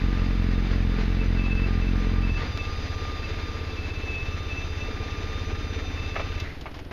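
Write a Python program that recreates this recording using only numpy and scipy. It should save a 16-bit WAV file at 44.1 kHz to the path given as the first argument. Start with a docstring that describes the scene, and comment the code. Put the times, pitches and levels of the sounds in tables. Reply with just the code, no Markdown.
"""Three motorcycles idle on a field track, heard through a helmet intercom microphone.
From the start a four-cylinder drones with even pulses through ringing pipes, the rider's twin thumps and
clatters, its fuel pump whines as a set of tones, and a third bike putters softly far away.
The four is switched off and coasts down in gear rattle and thin hiss; the pump squeals in spells.
Knocks and clicks of filtered noise follow, the twin stops too amid more of them, and the far bike putters on."""
import sys
import numpy as np
from scipy import signal
from scipy.fft import rfft, irfft
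from scipy.io import wavfile
from scipy.ndimage import uniform_filter1d

SR = 44100
rng = np.random.default_rng(int(sys.argv[2]) if len(sys.argv) > 2 else 0)


def unload_wav(signal):
    """Save mono or channel-first audio to the path in sys.argv[1] as 16-bit WAV at rate SR, clipped to [-1, 1]."""
    wavfile.write(
        sys.argv[1],
        SR,
        np.round(np.clip(np.atleast_2d(signal).T, -1, 1) * 32767).astype(np.int16),
    )


N = 305172
T = np.arange(N) / SR  # time of every sample [s]


def amp(db):
    """Turns decibels into a gain."""
    return 10 ** (np.asarray(db) / 20)


def unit(x):
    """Scales a signal to an rms of 1."""
    return x / np.sqrt(np.mean(x ** 2) + 1e-20)


def curve(rows):
    """Joins rows of (time [s], value) by straight lines."""
    return np.interp(T, *np.transpose(rows))


def since(s):
    """Seconds after a moment, zero before it."""
    return np.maximum(T - s, 0)


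def bursts(rows):
    """Smooth swells from rows of (time [s], length [s], level [dB]); overlaps add as power."""
    power = 0
    for s, length, db in rows:
        swell = amp(db) * np.exp(-((T - s) / (length / 2)) ** 2)
        power = power + swell ** 2
    return np.sqrt(power)


def noise():
    """White noise: all pitches equally strong."""
    return rng.standard_normal(N)


def wander(rate_hz, size=8192):
    """A random drift of rms 1; changes much faster than rate_hz are smoothed away."""
    hz = np.fft.rfftfreq(size, T[-1] / size)
    spectrum = rfft(rng.standard_normal(size)) * np.exp(-(hz / rate_hz) ** 2)
    slow = irfft(spectrum)
    return unit(np.interp(T, np.linspace(0, T[-1], size), slow))


def colour(x, points, size=16384):
    """A filter with the given spectrum that looks only backwards, so every blow rings after its onset."""
    f, db = np.transpose(points)
    hz = abs(np.fft.fftfreq(size, 1 / SR))
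    log_gain = np.log(amp(np.interp(np.log(hz + 1), np.log(f), db)))
    minimum_phase = np.exp(np.conj(signal.hilbert(log_gain)))
    ring = np.fft.ifft(minimum_phase).real[:size // 2]
    return signal.oaconvolve(x, ring)[:N]


def resonate(x, hz, width, db):
    """One resonance of the given width [Hz], struck by x and set to an rms level [dB]."""
    pole = np.exp((2j * np.pi * hz - np.pi * width) / SR)
    return amp(db) * unit(signal.lfilter([1], [1, -pole], x).imag)


def beats(turns, spread_db, jitter=0):
    """One click at each whole turn, uneven in strength [dB] and, by jitter [s], in time."""
    at = np.flatnonzero(np.diff(np.floor(turns)) > 0)
    strength, slip = rng.standard_normal((1000, 2))[:len(at)].T
    places = at + np.round(slip * jitter * SR).astype(int)
    clicks = np.zeros(N)
    clicks[np.clip(places, 0, N - 1)] = amp(spread_db * strength)
    return clicks


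def puffs(clicks, decay_s):
    """A burst of noise that dies away after each click."""
    fading = signal.lfilter([1], [1, -np.exp(-1 / (decay_s * SR))], clicks)
    return noise() * fading


def lobe(turns, centre, width):
    """A smooth bump once a turn; centre and width are parts of a turn."""
    return np.exp((np.cos(2 * np.pi * (turns - centre)) - 1) / (2 * np.pi * width) ** 2)


# hunting idle of the four: (time [s], firing rate [pulses/s])
FOUR_IDLE = [(0, 44.24), (0.1, 45.59), (0.22, 43.75), (0.33, 45.15), (0.52, 43.42), (0.65, 45.12),
             (0.78, 44.22), (1.0, 43.04), (1.17, 44.94), (1.33, 43.83), (1.45, 45.37), (1.56, 43.94),
             (1.65, 45.66), (1.76, 42.72), (1.9, 45.53), (2.04, 43.62), (2.3, 45.34)]
FOUR_OFF_S, FOUR_COAST_S = 2.304, 0.62  # ignition cut; time constant of the slowing crank


def four_turns():
    """Counts the four's firing cycles: idle, then a crank that slows exponentially."""
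    coasting = np.exp(-since(FOUR_OFF_S) / FOUR_COAST_S)
    return .215 + np.cumsum(curve(FOUR_IDLE) * coasting) / SR


# sound of the four's exhaust pipe: (frequency [Hz], relative level [dB])
FOUR_PIPE_SPECTRUM = [(12, -6), (25, 0.5), (44, 2), (89, -2.5), (133, -8.5), (178, -10.5), (222, -15),
                      (310, -14), (360, -25.5), (450, -24), (600, -36.5), (1500, -99), (5000, -110)]
# silencer note, struck by every second pulse: (frequency [Hz], width [Hz], level [dB])
SILENCER_RING = (202, 34, -37)
# tailpipe notes, struck by every pulse: (frequency [Hz], width [Hz], level [dB])
TAILPIPE_RINGS = [(307.2, 25, -41.5), (355.6, 14, -51.5), (417, 18, -48)]
# moments when a few strokes burble: (time [s], length [s], level [dB])
BURBLE_SWELLS = [(1.04, .07, -41), (1.68, 0.037, -36), (1.81, .04, -44)]
# the note of the burble: (frequency [Hz], width [Hz])
BURBLE_NOTE = (350, 110)
# sound of the steady rasp: (frequency [Hz], relative level [dB])
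RASP_SPECTRUM = [(60, -23), (250, 13.5), (500, 3), (900, 1.5), (1700, 4), (2300, 3.5), (3000, -4.5),
                 (4200, -7.5), (5500, -19), (7500, -57.5)]
# brief swells of the rasp: (time [s], length [s], level [dB])
RASP_BURSTS = [(.19, 0.087, -40), (.52, 0.038, -38), (.72, 0.09, -38), (1.01, 0.097, -37)]
# sound of those swells, brighter than the steady rasp: (frequency [Hz], relative level [dB])
RASP_BURST_SPECTRUM = [(100, 0), (400, 6), (900, 1), (2000, 7), (3000, -2), (4200, -2.5), (5500, -12),
                       (7500, -25)]
FOUR_DB, FOUR_FADE_DB_PER_S = -20, 91  # pipe level, and its fade after the ignition cut
FIRE_OUT_S, RASP_DB = 0.0046, -39  # time constant of the fire going out; steady rasp


def four(pump_hz=150, rasp_depth=0.56, flow_db=-39, lead_share=0.66):
    """Even exhaust pulses ring the pipe, silencer and tailpipe; each carries a puff of rasp."""
    turns, off = four_turns(), since(FOUR_OFF_S)
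    level, fire = amp(FOUR_DB - FOUR_FADE_DB_PER_S * off), np.exp(-off / FIRE_OUT_S)
    clicks = beats(turns, spread_db=.9, jitter=.00015)
    running = T < FOUR_OFF_S

    rumble_cut = signal.butter(1, 5, "high", fs=SR, output="sos")
    pipe = signal.sosfilt(rumble_cut, colour(clicks, FOUR_PIPE_SPECTRUM))
    lead = lobe(turns, centre=-.11, width=0.053)  # a small push just ahead of each pulse
    pipe = pipe / pipe[running].std() + lead_share * (lead - lead.mean())
    dull = signal.butter(2, pump_hz, fs=SR, output="sos")
    pumping = signal.sosfilt(dull, pipe)  # what is left once the fire is out

    every_second = np.round(turns) % 2 == 0
    silencer = resonate(clicks * every_second, *SILENCER_RING)
    tailpipe = sum(resonate(clicks, *mode) for mode in TAILPIPE_RINGS)
    burble = bursts(BURBLE_SWELLS) * resonate(clicks, *BURBLE_NOTE, 0)

    gate = lobe(turns, centre=0.042, width=0.12)  # opens just after each pulse
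    flow = amp(flow_db) * unit(colour(noise() * gate, FOUR_PIPE_SPECTRUM))  # turbulent gas in the pipe
    flicker = amp(1.1 * wander(rate_hz=40))
    rasp_gate = 1 + rasp_depth * gate
    rasp = amp(RASP_DB) * unit(colour(noise() * rasp_gate * flicker, RASP_SPECTRUM))
    rasp += bursts(RASP_BURSTS) * unit(colour(noise() * rasp_gate, RASP_BURST_SPECTRUM))

    pulses = level * (fire * pipe + (1 - fire) * pumping)
    return pulses + fire * (silencer + tailpipe + burble + flow + rasp)


# hunting idle of the twin: (time [s], firing rate [pulses/s])
TWIN_IDLE = [(0.0, 16.61), (0.07, 17.03), (0.29, 16.69), (0.55, 17.47), (0.77, 16.97), (1.09, 16.8),
             (1.17, 16.35), (1.29, 16.85), (1.43, 15.98), (1.57, 16.23), (1.69, 17.36), (1.83, 16.19),
             (1.89, 16.83), (2.17, 16.66), (2.27, 16.0), (2.43, 17.13), (2.57, 16.21), (2.77, 18.01),
             (2.91, 16.44), (3.07, 17.4), (3.21, 16.33), (3.35, 17.47), (3.49, 16.66), (3.55, 16.84),
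             (3.87, 16.13), (3.97, 16.65), (4.17, 15.31), (4.23, 16.54), (4.39, 17.11), (4.47, 16.12),
             (4.63, 17.0), (4.77, 16.51), (4.85, 17.04), (5.07, 16.73), (5.35, 17.35), (5.43, 16.91),
             (5.57, 17.71), (5.71, 16.67), (5.81, 17.2), (5.95, 16.44), (6.05, 16.84), (6.13, 16.27),
             (6.29, 17.18), (6.39, 16.25)]
IDLE_HZ = 16.75  # the twin's usual firing rate
TWIN_OFF_S, TWIN_COAST_S = 6.43, 0.29  # ignition cut; time constant of the slowing crank


def twin_turns():
    """Counts the twin's firing cycles: idle, then a crank that slows exponentially."""
    coasting = np.exp(-since(TWIN_OFF_S) / TWIN_COAST_S)
    return .332 + np.cumsum(curve(TWIN_IDLE) * coasting) / SR


# sound of the twin's exhaust thump: (frequency [Hz], relative level [dB])
THUMP_SPECTRUM = [(8, -2), (17, -23), (34, 2), (50, -10.5), (67, -1), (84, 3.5), (101, -4.5), (120, -14),
                  (145, -22.5), (300, -35), (900, -77), (4000, -105)]
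# a steady exhaust note: (frequency [Hz], width [Hz], relative level [dB])
TWIN_EXHAUST_RING = (438, 20, -51)
# hollow pipe notes and valve clacks in every cycle:
# (place in cycle [0-1], frequency [Hz], width [Hz], relative level [dB], roughness [noise per click])
CYCLE_BLOWS = [(0.07, 447.4, 40, -50, 0.45), (0.41, 275, 55, -49.5, 0.44), (0.42, 1710, 220, -59, 1),
               (.54, 1740, 220, -59.5, 1.1), (.64, 2000, 300, -58, 1), (0.84, 423, 40, -55.5, 0.47),
               (.5, 765, 49, -59.5, .8)]
# slow swell of those notes and clacks: (time [s], level [dB])
RING_LEVEL = [(0, 0), (1.0, -0.5), (2.0, 1.5), (3.0, -0.5), (3.9, -1), (4.6, -1.5), (5.1, 2), (5.7, 1.5),
              (6.4, -1.5)]
# sound of the mechanical clatter: (frequency [Hz], relative level [dB])
CLATTER_SPECTRUM = [(60, 1.5), (250, 6.5), (550, 0.5), (760, -1.5), (980, -2), (1400, -1.5), (2400, 0.5),
                    (2900, -4.5), (3400, -5), (3950, -5), (4400, -8), (5100, -9), (5700, -15.5),
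                    (6400, -15), (7300, -27)]
# the dying twin sucks air through its intake: (time [s], length [s], level [dB])
INTAKE_GASPS = [(6.462, 0.042, -40.5), (6.512, 0.03, -43.5)]
# the sound of the intake: (frequency [Hz], width [Hz])
INTAKE_BAND = (2000, 720)
THUMP_DB, THUMP_FADE_DB_PER_S = -32.5, 64  # level at the usual idle, and fade after the ignition cut
CLATTER_DB, CLATTER_FADE_DB_PER_S = -41.5, 50


def twin(swish=0.55, tick_db=-9, tick_s=0.001, blow_s=0.0024, push_db=0.6):
    """Thump, hollow rings, valve clacks and clatter, louder by push_db per pulse/s of idle speed."""
    turns, off = twin_turns(), since(TWIN_OFF_S)
    fade = amp(-THUMP_FADE_DB_PER_S * off)
    clatter_level = amp(CLATTER_DB - CLATTER_FADE_DB_PER_S * off)
    push = amp(push_db * (curve(TWIN_IDLE) - IDLE_HZ))
    thump = colour(beats(turns, spread_db=.5, jitter=.0002), THUMP_SPECTRUM)

    rings = resonate(noise(), *TWIN_EXHAUST_RING)
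    for place, hz, width, db, rough in CYCLE_BLOWS:
        blows = beats(turns - place, spread_db=1.5, jitter=.00015)
        strike = unit(blows) + rough * unit(puffs(blows, blow_s))
        rings = rings + resonate(strike, hz, width, db)

    ticks = puffs(beats(turns * 8, spread_db=3, jitter=.001), tick_s)  # eight in each cycle
    rub_gate = 1 + swish * lobe(turns, centre=0.55, width=0.27)
    rub = noise() * rub_gate * amp(1.35 * wander(rate_hz=34.0))
    clatter = unit(colour(unit(rub) + amp(tick_db) * unit(ticks), CLATTER_SPECTRUM))

    air = resonate(resonate(noise(), *INTAKE_BAND, 0), *INTAKE_BAND, 0)
    intake = bursts(INTAKE_GASPS) * air
    exhaust = fade * (amp(THUMP_DB) * unit(thump - thump.mean()) + amp(curve(RING_LEVEL)) * rings)
    return push * (exhaust + clatter_level * clatter) + intake


# sound of the far bike's exhaust: (frequency [Hz], relative level [dB])
FAR_SPECTRUM = [(10, -58), (21, -11), (41, -2), (80, 6), (130, -5.5), (200, -18.5), (290, -2.5), (360, -13),
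                (460, -25), (1000, -56), (4000, -102)]
# sound of the open air: (frequency [Hz], relative level [dB])
AIR_SPECTRUM = [(20, 4.5), (80, 1), (200, -11), (320, -11), (450, -15.5), (1000, -23), (2600, -27),
                (5000, -36.5), (7000, -52)]
AIR_DB = -39.5
FAR_HZ, FAR_BEAT_S = 20.5, 6.764  # mean firing rate, and the moment of one of its beats


def far_bike(level_db=-43.5, drift=0.124):
    """Soft, nearly even exhaust pulses over a steady noise of open air."""
    away = np.minimum(abs(T - FAR_BEAT_S), 2)  # the beat drifts more away from the known moment
    turns = FAR_HZ * (T - FAR_BEAT_S) + drift * wander(rate_hz=1.0) * away
    putter = colour(beats(turns, spread_db=0.5, jitter=0.00061), FAR_SPECTRUM)
    air = amp(AIR_DB) * unit(colour(noise(), AIR_SPECTRUM))
    return amp(level_db) * unit(putter - putter.mean()) + air


PUMP_HZ, PUMP_PULL, PUMP_LAG_S = 133.23, 2.4, .03  # turns/s at usual idle; pull per pulse/s of idle; delay


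def rotor_hz():
    """Fuel pump speed, which follows the twin's idle through the battery voltage, a little late."""
    late_idle = np.interp(T - PUMP_LAG_S, T, curve(TWIN_IDLE))
    return PUMP_HZ + PUMP_PULL * (late_idle - IDLE_HZ)


# spells of squeal: (time [s], length [s], level [dB], hold [0 a chirp each cycle to 1 a held tone])
SQUEAL_SPELLS = [(1.193, 0.036, -35.5, 0.091), (1.366, 0.16, -33.5, 0.2), (1.51, 0.15, -32.5, 0.18),
                 (1.813, 0.092, -39, .09), (2.08, 0.04, -50, .1), (2.228, .18, -34.5, 0.094),
                 (2.573, 0.084, -35.5, 0.058), (3.226, 0.03, -36.5, 0.083), (3.757, 0.25, -41.5, 0.08),
                 (4.02, 0.27, -43, 0.55), (4.082, .14, -39.5, 0.73), (4.298, 0.057, -44, .2),
                 (4.493, .14, -35.5, 0.23), (4.778, 0.095, -38.5, 0.13), (5.095, 0.051, -48, 0.092),
                 (5.962, 0.28, -44, .35), (6.363, 0.079, -49, .5)]
SQUEAL_REST_DB, SQUEAL_EDGE_S = -55.5, 0.025  # level between spells; length of each spell's ramps


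def squeal_level():
    """The shrill line is faint, but in spells it rings out, strongest just before each thump."""
    dip = lobe(twin_turns(), centre=0.96, width=0.14)
    level = amp(SQUEAL_REST_DB + 4.1 * wander(rate_hz=74))
    for s, length, db, held in SQUEAL_SPELLS:
        spell = np.clip(np.minimum(T - s, s + length - T) / SQUEAL_EDGE_S + .5, 0, 1)
        level = level + amp(db) * spell * (dip + np.clip(held, 0, 1) * (1 - dip))
    return level


# lowest tone of the whine: (time [s], level [dB])
WHINE_TONE_LEVEL = [(0.0, -49), (0.3, -47), (0.42, -52), (0.57, -46), (0.68, -64), (0.8, -64), (0.88, -48),
                    (1.04, -47), (1.14, -56), (1.33, -56), (1.41, -45.5), (1.53, -57), (1.63, -60),
                    (1.7, -45), (1.77, -44), (1.88, -61), (1.99, -43), (2.06, -45), (2.11, -59),
                    (2.19, -40), (2.31, -59), (2.41, -41.5), (2.52, -50), (2.68, -42), (2.86, -54.5),
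                    (3.08, -42), (3.27, -49.5), (3.66, -49.5), (3.83, -60), (4.05, -58), (4.41, -47),
                    (4.52, -53), (4.72, -58), (4.82, -51.5), (5.06, -46.5), (5.68, -51), (5.78, -58),
                    (5.93, -56), (6.08, -53), (6.16, -53), (6.24, -47), (6.42, -53)]
# its overtones: (time [s], 2nd level [dB], 3rd level [dB], 4th level [dB], 5th level [dB])
WHINE_OVERTONES = [(0, -71, -54.5, -59, -68), (2.3, -60, -55.5, -57, -64), (2.45, -56, -52, -55.5, -63),
                   (2.85, -62, -56, -55, -60), (3.15, -65, -51.5, -56, -66), (3.65, -59, -58, -55, -68),
                   (4.1, -61, -55, -66, -65), (4.45, -61, -52, -60, -60.5), (5.5, -55, -53, -58, -62.5),
                   (5.95, -55, -51, -60, -59.5), (6.4, -68, -54, -60, -63)]
# fainter tones of the rotor: (multiples of its speed [1])
FAINT_MULTIPLES = (8, 10, 30)
# and how loud each is: (levels [dB])
FAINT_LEVELS = (-63, -60.5, -63.5)
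WHINE_ORDER, SQUEAL_ORDER = 9, 20  # multiples of the rotor speed
HOUSING_HZ, HOUSING_PULL = 2606, .3  # the housing resonance draws the squeal this share of the way
PUMP_STOP_S = 0.016


def pump(flutter=.0016, ripple=0.0039, ripple_at=0.36, shimmer_db=2.5, shake=0.18, shake_at=0.89):
    """Rotor tones (whine, overtones, squeal) waver with every thump and end with the ignition."""
    turns = twin_turns()
    thump_ripple = ripple * np.cos(2 * np.pi * (turns - ripple_at))
    hz = rotor_hz() * (1 + flutter * wander(rate_hz=45) + thump_ripple)
    phase = 2 * np.pi * np.cumsum(hz) / SR

    times, *levels = np.transpose(WHINE_OVERTONES)
    overtones = 0
    for k, db in enumerate(levels, 2):
        level = amp(np.interp(T, times, db) + shimmer_db * wander(rate_hz=22))
        overtones = overtones + level * np.sin(k * WHINE_ORDER * phase)
    overtones = overtones * (1 + shake * np.cos(2 * np.pi * (turns - shake_at)))

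    waver_db = 1.5 * wander(rate_hz=20)
    whine = amp(curve(WHINE_TONE_LEVEL) + waver_db) * np.sin(WHINE_ORDER * phase)

    squeal_hz = (1 - HOUSING_PULL) * SQUEAL_ORDER * hz + HOUSING_PULL * HOUSING_HZ
    squeal = squeal_level() * np.sin(2 * np.pi * np.cumsum(squeal_hz) / SR)

    faint = 0
    for k, db in zip(FAINT_MULTIPLES, FAINT_LEVELS):
        faint = faint + amp(db + shimmer_db * wander(rate_hz=18)) * np.sin(k * phase)

    running = np.clip(1 - since(TWIN_OFF_S) / PUMP_STOP_S, 0, 1)
    return np.sqrt(2) * (whine + overtones + squeal + faint) * running  # root 2: levels are rms


# slack gears rattle as the four coasts: (time [s], length [s], level [dB])
GEAR_RATTLE = [(2.42, 0.17, -31)]
# sound of that rattle: (frequency [Hz], relative level [dB])
GEAR_SPECTRUM = [(60, -7), (120, 25.5), (180, 8.5), (300, 5), (600, -3), (1200, -2), (1900, 1),
                 (2800, -6.5), (4800, -12), (7300, -34)]
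# a thin hiss lingers: (time [s], length [s], level [dB])
LINGERING_HISS = [(2.8, 1, -52.5)]
# sound of that hiss: (frequency [Hz], width [Hz])
LINGERING_HISS_BAND = (3900, 2300)


def coast_rattle():
    """A short wash of gear noise from the dying four, and a longer thin hiss, both filtered noise."""
    thin = resonate(resonate(noise(), *LINGERING_HISS_BAND, 0), *LINGERING_HISS_BAND, 0)
    rattle = bursts(GEAR_RATTLE) * unit(colour(noise(), GEAR_SPECTRUM))
    return rattle + bursts(LINGERING_HISS) * thin


# stray ticks, and the rider handling the controls:
# (time [s], level [dB], decay time [s], sharpness [0 dull knock to 1 switch click])
HANDLING = [(2.574, -23.5, 0.0024, 0.68), (2.635, -38, .002, .95), (4.43, -41, .002, 0.94),
            (5.24, -46, .002, 0.85), (5.942, -37, .002, .95), (6.156, -24, 0.0058, .04),
            (6.163, -32, 0.024, .02), (6.195, -31, 0.0075, .02), (6.2, -37.5, 0.016, .02),
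            (6.321, -42, .012, .4), (6.4, -27, 0.0067, 1), (6.611, -33.5, 0.0069, 0.89),
            (6.656, -34, 0.006, .02), (6.661, -38, 0.022, .01), (6.713, -45, 0.01, 0.71),
            (6.741, -41, 0.042, 0.46), (6.79, -37.5, 0.0055, 0.52), (6.799, -41, .003, .7),
            (6.849, -42, 0.0037, 0.92), (6.91, -35.5, 0.017, 0.14)]
# sound of a dull knock: (frequency [Hz], relative level [dB])
DULL_SPECTRUM = [(100, -16), (400, 1.5), (750, 3), (1300, -2), (2100, -2.5), (2700, -4.5), (3200, -11),
                 (4500, -20), (7000, -44)]
# sound of a sharp click: (frequency [Hz], relative level [dB])
SHARP_SPECTRUM = [(200, -18), (1000, -30), (2600, 5.5), (3600, 6), (4300, 2), (5000, 4), (5700, -2),
                  (7200, -11), (13000, 3.5)]
# notes of the plastic in a dull knock: (frequency [Hz], relative level [dB], time to fall 60 dB [s])
PLASTIC_MODES = [(660, -9.5, 0.14), (790, -11.5, 0.071), (1180, -7, 0.08), (1278, -7.5, 0.094),
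                 (1730, -8, 0.1), (2190, -11, .08), (3530, -22, 0.039)]


def knocks():
    """Short bursts of noise with ringing plastic, from dull knocks to sharp switch clicks."""
    dull, sharp = unit(colour(noise(), DULL_SPECTRUM)), unit(colour(noise(), SHARP_SPECTRUM))
    out = np.zeros(N)
    for s, db, decay, sharpness in HANDLING:
        start = round(s * SR)
        span = slice(start, start + SR // 5)
        age, share = T[span] - T[span][0], np.clip(sharpness, 0, 1)
        rise_s = .001 - .0007 * share  # sharper clicks start faster
        body = np.sqrt(1 - share) * dull[span] + np.sqrt(share) * sharp[span]
        ring = 0
        for hz, mode_db, t60 in PLASTIC_MODES:
            ring = ring + amp(mode_db - 60 * age / t60) * np.sin(2 * np.pi * hz * age)
        rise = 1 - np.exp(-age / rise_s)
        out[span] += amp(db) * rise * (np.exp(-age / decay) * body + (1 - share) * ring)
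    return out


def scene():
    """All three bikes and the rider's hands, as one channel."""
    return (four() + coast_rattle() + twin() + far_bike() + pump() + knocks())[None]


def gain_control(x, threshold_db=-27, slope=0.43, window_s=0.075, treble_weight=.8):
    """Turns everything down by slope dB per dB above the threshold; shrill sounds count extra."""
    treble = signal.sosfilt(signal.butter(2, 2000, "high", fs=SR, output="sos"), x[0])
    power = uniform_filter1d(x[0] ** 2 + treble_weight * treble ** 2, round(window_s * SR))
    excess_db = np.maximum(10 * np.log10(abs(power) + 1e-12) - threshold_db, 0)
    return x * amp(-slope * excess_db)


def low_pass(x, hz):
    """Cuts steeply above one frequency."""
    taps = signal.firwin(401, hz, window=("kaiser", 8), fs=SR)
    return signal.oaconvolve(x, taps[None], "same")


# sound of the faint hiss: (frequency [Hz], relative level [dB])
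HISS_SPECTRUM = [(7000, -64), (8300, -3.5), (9000, 7), (9700, 11), (10700, 5), (12000, 11), (14000, 4),
                 (15000, 0)]
HISS_DB = -71
BAND_EDGE_HZ, TOP_EDGE_HZ = 7350, 15050  # edge of the main band; edge of the quiet treble above it


def record(dry, treble_db=-22):
    """Gain control, a steep band edge with a little quiet treble above it that follows the loudness, and hiss."""
    rumble_cut = signal.butter(1, 2, "high", fs=SR, output="sos")
    held = gain_control(signal.sosfilt(rumble_cut, dry))
    heard = low_pass(held, BAND_EDGE_HZ) + amp(treble_db) * held
    hiss = amp(HISS_DB) * unit(colour(noise(), HISS_SPECTRUM))
    return low_pass(heard + hiss, TOP_EDGE_HZ)


dry = scene()
out = record(dry)
unload_wav(out)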